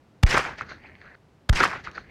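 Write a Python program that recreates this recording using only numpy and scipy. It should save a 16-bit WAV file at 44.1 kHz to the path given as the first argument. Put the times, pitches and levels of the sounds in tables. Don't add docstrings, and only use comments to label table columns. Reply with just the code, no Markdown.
import sys
import numpy as np
from scipy import signal
from scipy.fft import rfft, irfft
from scipy.io import wavfile
from scipy.ndimage import uniform_filter1d

SR = 44100
rng = np.random.default_rng(int(sys.argv[2]) if len(sys.argv) > 2 else 0)


def wav_record(signal):
    frames = np.transpose(np.atleast_2d(signal))
    bounded = np.clip(frames, -1, 1)
    quanta = np.round(bounded * 32767).astype(np.int16)
    wavfile.write(sys.argv[1], SR, quanta)


N = 92610

# frequency in Hz, relative level in dB per Hz.
AIR_SPECTRUM = [(15, -41), (40, -16.5), (70, -1), (130, -1), (300, -7), (700, -13.5), (2000, -23.5),
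                (5000, -33), (9000, -41.5), (16300, -50.5)]
# start in s, level in dB, lowest Hz, top Hz.
TICK_ROWS = [(.343, -22, 3000, 6000), (0.381, -27.5, 4000, 10800), (0.611, -50.5, 3000, 9050),
             (.617, -45, 3500, 7500), (1.014, -51, 3580, 5000), (1.604, -20, 3000, 5830),
             (1.6395, -27, 3500, 15000), (1.84, -43, 3500, 6500), (1.914, -37.5, 1500, 5300)]
# start in s, peak in dB, pitch in Hz.
THUD_ROWS = [(.343, -16.5, 394), (.376, -21, 427), (.392, -27.5, 443), (1.604, -18.5, 390),
             (1.637, -23.5, 448)]
# start in s, peak in dB, pitch in Hz, decay in cycles.
SLAP_ROWS = [(0.3424, -10.5, 1640, 3), (0.3458, -11.5, 1397, 7.4), (0.369, -23, 1830, 2),
             (0.3753, -4.5, 1260, 1.2), (.392, -18.5, 1330, 1.9), (.451, -17.5, 1440, 2.1),
             (.47, -28, 1280, 1.5), (0.487, -30, 1830, 1.8), (0.61, -15.5, 1330, 2.05),
             (.705, -48.5, 1720, 2.1), (.719, -26.5, 1450, 2.5), (.896, -39.5, 1900, 2.2),
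             (.953, -38, 1990, 1.4), (1.016, -35.5, 1770, 1.8), (1.046, -40, 1390, 1.8),
             (1.06, -38, 1570, 2.1), (1.078, -40, 1794, 1.5), (1.603, -8.5, 1460, 4.5),
             (1.608, -11.5, 1420, 2.1), (1.634, -15, 1800, 2.6), (1.6368, -6, 1220, 1.3),
             (1.653, -8, 1650, 1.9), (1.7128, -21, 1380, 3.5), (1.734, -27, 890, 1.8),
             (1.757, -28.5, 1510, 2.5), (1.872, -24.5, 1230, 2.3), (1.968, -45, 1490, 1.3),
             (1.979, -21, 1370, 3.3)]
# delay in s, level in dB, treble in dB above the usual colour,
# rumble level in dB, pitch of the main hump in Hz.
SCATTER_ROWS = [(.025, -30.5, 4.5, -35.5, 1500), (.048, -38.5, 1.5, -47.5, 1500),
                (.056, -34.5, 10.5, -35, 1900), (.075, -27.5, 4.5, -43, 2104),
                (.088, -27.5, -1, -44.5, 1900), (.1, -27.5, 2, -34, 1640), (.113, -20.5, -10, -37.5, 1494),
                (.125, -28, -5, -34.5, 1500), (.136, -22.5, -0.5, -35.5, 1500), (.149, -29.5, 4, -39, 1400),
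                (.158, -24.5, -7, -39.5, 1470), (.17, -30.5, -4, -40.5, 1450), (.19, -38.5, 0.5, -48, 1500),
                (.23, -35.5, -8, -55, 1400), (.275, -41.5, -8.5, -48.5, 1500),
                (0.302, -49, -5.5, -54, 1520), (0.333, -58, -1, -56, 1660), (.346, -47, 7, -54, 1750),
                (.365, -44, -2.5, -67, 1700), (0.383, -41, -6, -48.5, 1570), (0.406, -52, -11.5, -56, 1370),
                (.44, -56.5, 0, -60, 1530), (0.457, -48.5, 5, -63, 1540), (0.481, -43, -3.5, -54.5, 1480),
                (0.511, -53, -1, -55.5, 1500), (0.528, -58, -2.5, -59, 1500),
                (0.587, -61, -7.5, -61.5, 2000), (.605, -50.5, -15.5, -65, 2320),
                (.635, -55, -4, -62, 2000), (.65, -57, -10, -58, 1820), (0.702, -59.5, -16.5, -62, 1980),
                (0.763, -61.5, -4, -61.5, 1970), (.785, -58, -5, -76, 1650), (.83, -53, -11, -62, 1470),
                (.88, -56.5, -15, -64.5, 1700), (.9, -58.5, -15, -75, 1630), (.915, -51.5, -3, -78, 1670),
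                (.922, -87, -12, -81, 1600)]
# frequency in Hz, relative level in dB per Hz.
NEAR_SPECTRUM = [(150, -21), (420, -4.5), (560, -13), (750, -1), (1000, -5), (1500, 1), (2300, -5),
                 (3600, -16), (5200, -15), (7500, -25.5), (11000, -37.5), (16000, -52)]
# frequency in Hz, relative level in dB per Hz.
FAR_SPECTRUM = [(150, -8.5), (400, -1), (700, -4.5), (1000, -9), (1500, 5.5), (2100, -2.5), (2900, -15),
                (3500, -16), (4300, -5.5), (5300, -24.5), (6400, -19.5), (7600, -48.5), (16000, -81)]
# frequency in Hz, relative level in dB per Hz.
RUMBLE_SPECTRUM = [(15, -26.5), (30, -12), (60, -1), (110, -2.5), (200, -6), (400, -12), (900, -57.5)]
# thump peak in dB, thump fade in s, deaf time in s,
# waking bump in dB, bump length in s.
OVERLOAD_ROWS = [(-4., .02, .0255, -24, .009), (-7.5, .024, .029, -16.5, .006)]
# frequency in Hz, relative level in dB per Hz.
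CRACK_SPECTRUM = [(200, 2), (500, 1.5), (900, -1.5), (1500, 0.5), (2500, -7.5), (4000, -5.5), (6000, -13),
                  (8500, -20.5), (12000, -26), (16000, -39)]
# end of the crack in s, crack level in dB, gain of the scatter in dB.
SHOT_ROWS = [(0.2373, -16, 4), (1.4986, -17, 3)]

AIR_RMS_DB = -58
TICK_PEAK_S = .0008
THUD_CYCLES = 3.43
SLAP_RISE_CYCLES, SLAP_SMEAR_DB, SLAP_SMEAR_RATIO = .9, -9, 1.5
GRAINS_PER_S, GRAIN_SPREAD_DB, PATCHY_DB = 6000, 2.5, 2
NEAR_UNTIL_S, FAR_FROM_S = 0.23, 0.54
TREBLE_HZ, HUMP_HZ = 3560, 1500
WAKE_S, WOBBLE_DB, WOBBLE_S = .0015, -25, .028
FIRST_SWING_S, SWING_STRETCH, THUMP_RISE_S, FADE_POWER = .0046, 1.9, .006, 2.7
RATTLE_DB, RATTLE_HZ = -33.5, 1200
CRACK_S, CRACK_RISE_DB, CRACK_HOLD_S, CRACK_FALL_S = .0085, 18, .003, .00025
BAND_LIMIT_HZ = 16300


def amp(db):
    return 10 ** (np.asarray(db) / 20)


def evened(x):
    return x / np.sqrt(np.mean(x ** 2) + 1e-20)


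def read(points, hz):
    f, value = np.transpose(points)
    return np.interp(np.log(hz + 1), np.log(f + 1), value)


def add(mix, start_s, sound):
    part = mix[round(start_s * SR):][:len(sound)]
    part += sound[:len(part)]


def coloured(points, count):
    hz = np.fft.rfftfreq(count, 1 / SR)
    spectrum = rfft(rng.standard_normal(count)) * amp(read(points, hz))
    return evened(irfft(spectrum, count))


def band(low_hz, top_hz, count):
    edges = signal.butter(3, [low_hz, min(top_hz, SR / 3)], "band", fs=SR, output="sos")
    noise = signal.sosfilt(edges, rng.standard_normal(2 * count))
    return evened(noise[count:])


def air():
    return amp(AIR_RMS_DB) * coloured(AIR_SPECTRUM, count=N)


def tick(start_s, level_db, low_hz, top_hz):
    u = np.arange(600) / SR / TICK_PEAK_S
    envelope = u ** 2 * np.exp(2 - 2 * u) / 2
    return start_s, amp(level_db) * band(low_hz, top_hz, count=len(u)) * envelope


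def thud(start_s, peak_db, hz):
    cycles = np.arange(0, THUD_CYCLES, hz / SR)
    arch = np.sin(np.pi * cycles / THUD_CYCLES) ** 2
    return start_s, amp(peak_db) * np.sin(2 * np.pi * cycles) * arch


def slap(start_s, peak_db, hz, decay_cycles):
    cycles = np.arange(1200) / SR * hz
    smear = band(hz / SLAP_SMEAR_RATIO, hz * SLAP_SMEAR_RATIO, count=len(cycles))
    tone = np.sin(2 * np.pi * (cycles + rng.random())) + amp(SLAP_SMEAR_DB) * smear
    rise = 1 - np.exp(-(cycles / SLAP_RISE_CYCLES) ** 2)
    body = rise * np.exp(-cycles / decay_cycles) * tone
    return start_s, amp(peak_db) * body / abs(body).max()


def reflection_grains(count):
    signs = rng.choice([-1., 1.], count)
    present = rng.random(count) < GRAINS_PER_S / SR
    level_db = GRAIN_SPREAD_DB * np.minimum(rng.exponential(1, count), 4)
    return evened(signs * present * amp(level_db))


def path_colour_db(hz, t):
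    delay_s, _, treble_db, _, hump_hz = np.transpose(SCATTER_ROWS)
    hz = hz[:, None]
    far = np.clip((t - NEAR_UNTIL_S) / (FAR_FROM_S - NEAR_UNTIL_S), 0, 1)
    high = 1 / (1 + (TREBLE_HZ / (hz + 1)) ** 6)
    slide = HUMP_HZ / np.interp(t, delay_s, hump_hz)
    slid_hz = hz * (high + (1 - high) * slide)
    colour_db = read(NEAR_SPECTRUM, slid_hz) * (1 - far) + read(FAR_SPECTRUM, slid_hz) * far
    power = (amp(colour_db) ** 2).mean(0)
    return colour_db - 10 * np.log10(power) + high * np.interp(t, delay_s, treble_db)


def scatter(end_s, deaf_s, gain_db):
    delay_s, wash_db, _, rumble_db, _ = np.transpose(SCATTER_ROWS)
    count = SR
    hz, frame_s, z = signal.stft(reflection_grains(count), SR, nperseg=256, noverlap=192)
    patches = uniform_filter1d(rng.standard_normal(z.shape), size=4, axis=0)
    patches = evened(uniform_filter1d(patches, size=7, axis=1))
    z = z * amp(path_colour_db(hz, frame_s) + PATCHY_DB * patches)
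    wash = signal.istft(z, SR, nperseg=256, noverlap=192)[1][:count]
    t = np.arange(count) / SR
    rumble = coloured(RUMBLE_SPECTRUM, count) * amp(np.interp(t, delay_s, rumble_db))
    both = wash * amp(np.interp(t, delay_s, wash_db)) + rumble
    wake = np.clip((t - deaf_s) / WAKE_S, 0, 1)
    fade_out = np.clip((1 - t) * 20, 0, 1)
    return end_s, amp(gain_db) * both * wake * fade_out


def waking(wake_s, bump_db, bump_s):
    t = np.arange(0, WOBBLE_S, 1 / SR)
    bump = np.sin(np.pi * np.minimum(t / bump_s, 1)) ** 2
    wobble = -np.sin(2 * np.pi * t / WOBBLE_S) * np.sin(np.pi * t / WOBBLE_S)
    return wake_s - WAKE_S / 2, amp(bump_db) * bump + amp(WOBBLE_DB) * wobble


def thump(end_s, peak_db, fade_s):
    t = np.arange(1, SR // 8) / SR
    turn = np.pi * np.log(t / FIRST_SWING_S) / np.log(SWING_STRETCH)
    shape = (1 - np.exp(-(t / THUMP_RISE_S) ** 2)) / (1 + (t / fade_s) ** FADE_POWER)
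    swing = np.cos(np.maximum(turn, -np.pi / 2)) * shape
    low_pass = signal.butter(2, RATTLE_HZ, fs=SR)
    grit = evened(signal.lfilter(*low_pass, rng.standard_normal(len(t))))
    both = swing / abs(swing).max() + amp(RATTLE_DB) * grit * shape
    return end_s - FIRST_SWING_S, amp(peak_db) * both


def crack(end_s, level_db):
    t = np.arange(-CRACK_S, .01, 1 / SR)
    swell_db = CRACK_RISE_DB * np.minimum(t + CRACK_HOLD_S, 0) / (CRACK_S - CRACK_HOLD_S)
    fall = np.exp(-np.maximum(t + 2 * CRACK_FALL_S, 0) / CRACK_FALL_S)
    noise = coloured(CRACK_SPECTRUM, count=4096)[:len(t)]
    return end_s - CRACK_S, amp(level_db) * amp(swell_db) * fall * noise


def scene():
    mix = air()
    for row in TICK_ROWS:
        add(mix, *tick(*row))
    for row in THUD_ROWS:
        add(mix, *thud(*row))
    for row in SLAP_ROWS:
        add(mix, *slap(*row))
    for shot, overload in zip(SHOT_ROWS, OVERLOAD_ROWS):
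        end_s, crack_db, scatter_db = shot
        thump_db, fade_s, deaf_s, bump_db, bump_s = overload
        add(mix, *scatter(end_s, deaf_s, scatter_db))
        add(mix, *waking(end_s + deaf_s, bump_db, bump_s))
        add(mix, *thump(end_s, thump_db, fade_s))
        add(mix, *crack(end_s, crack_db))
    return mix[None]


def record(dry):
    low_pass = signal.firwin(511, BAND_LIMIT_HZ, window=("kaiser", 9), fs=SR)
    return signal.oaconvolve(dry, low_pass[None], "same")


dry = scene()
out = record(dry)
wav_record(out)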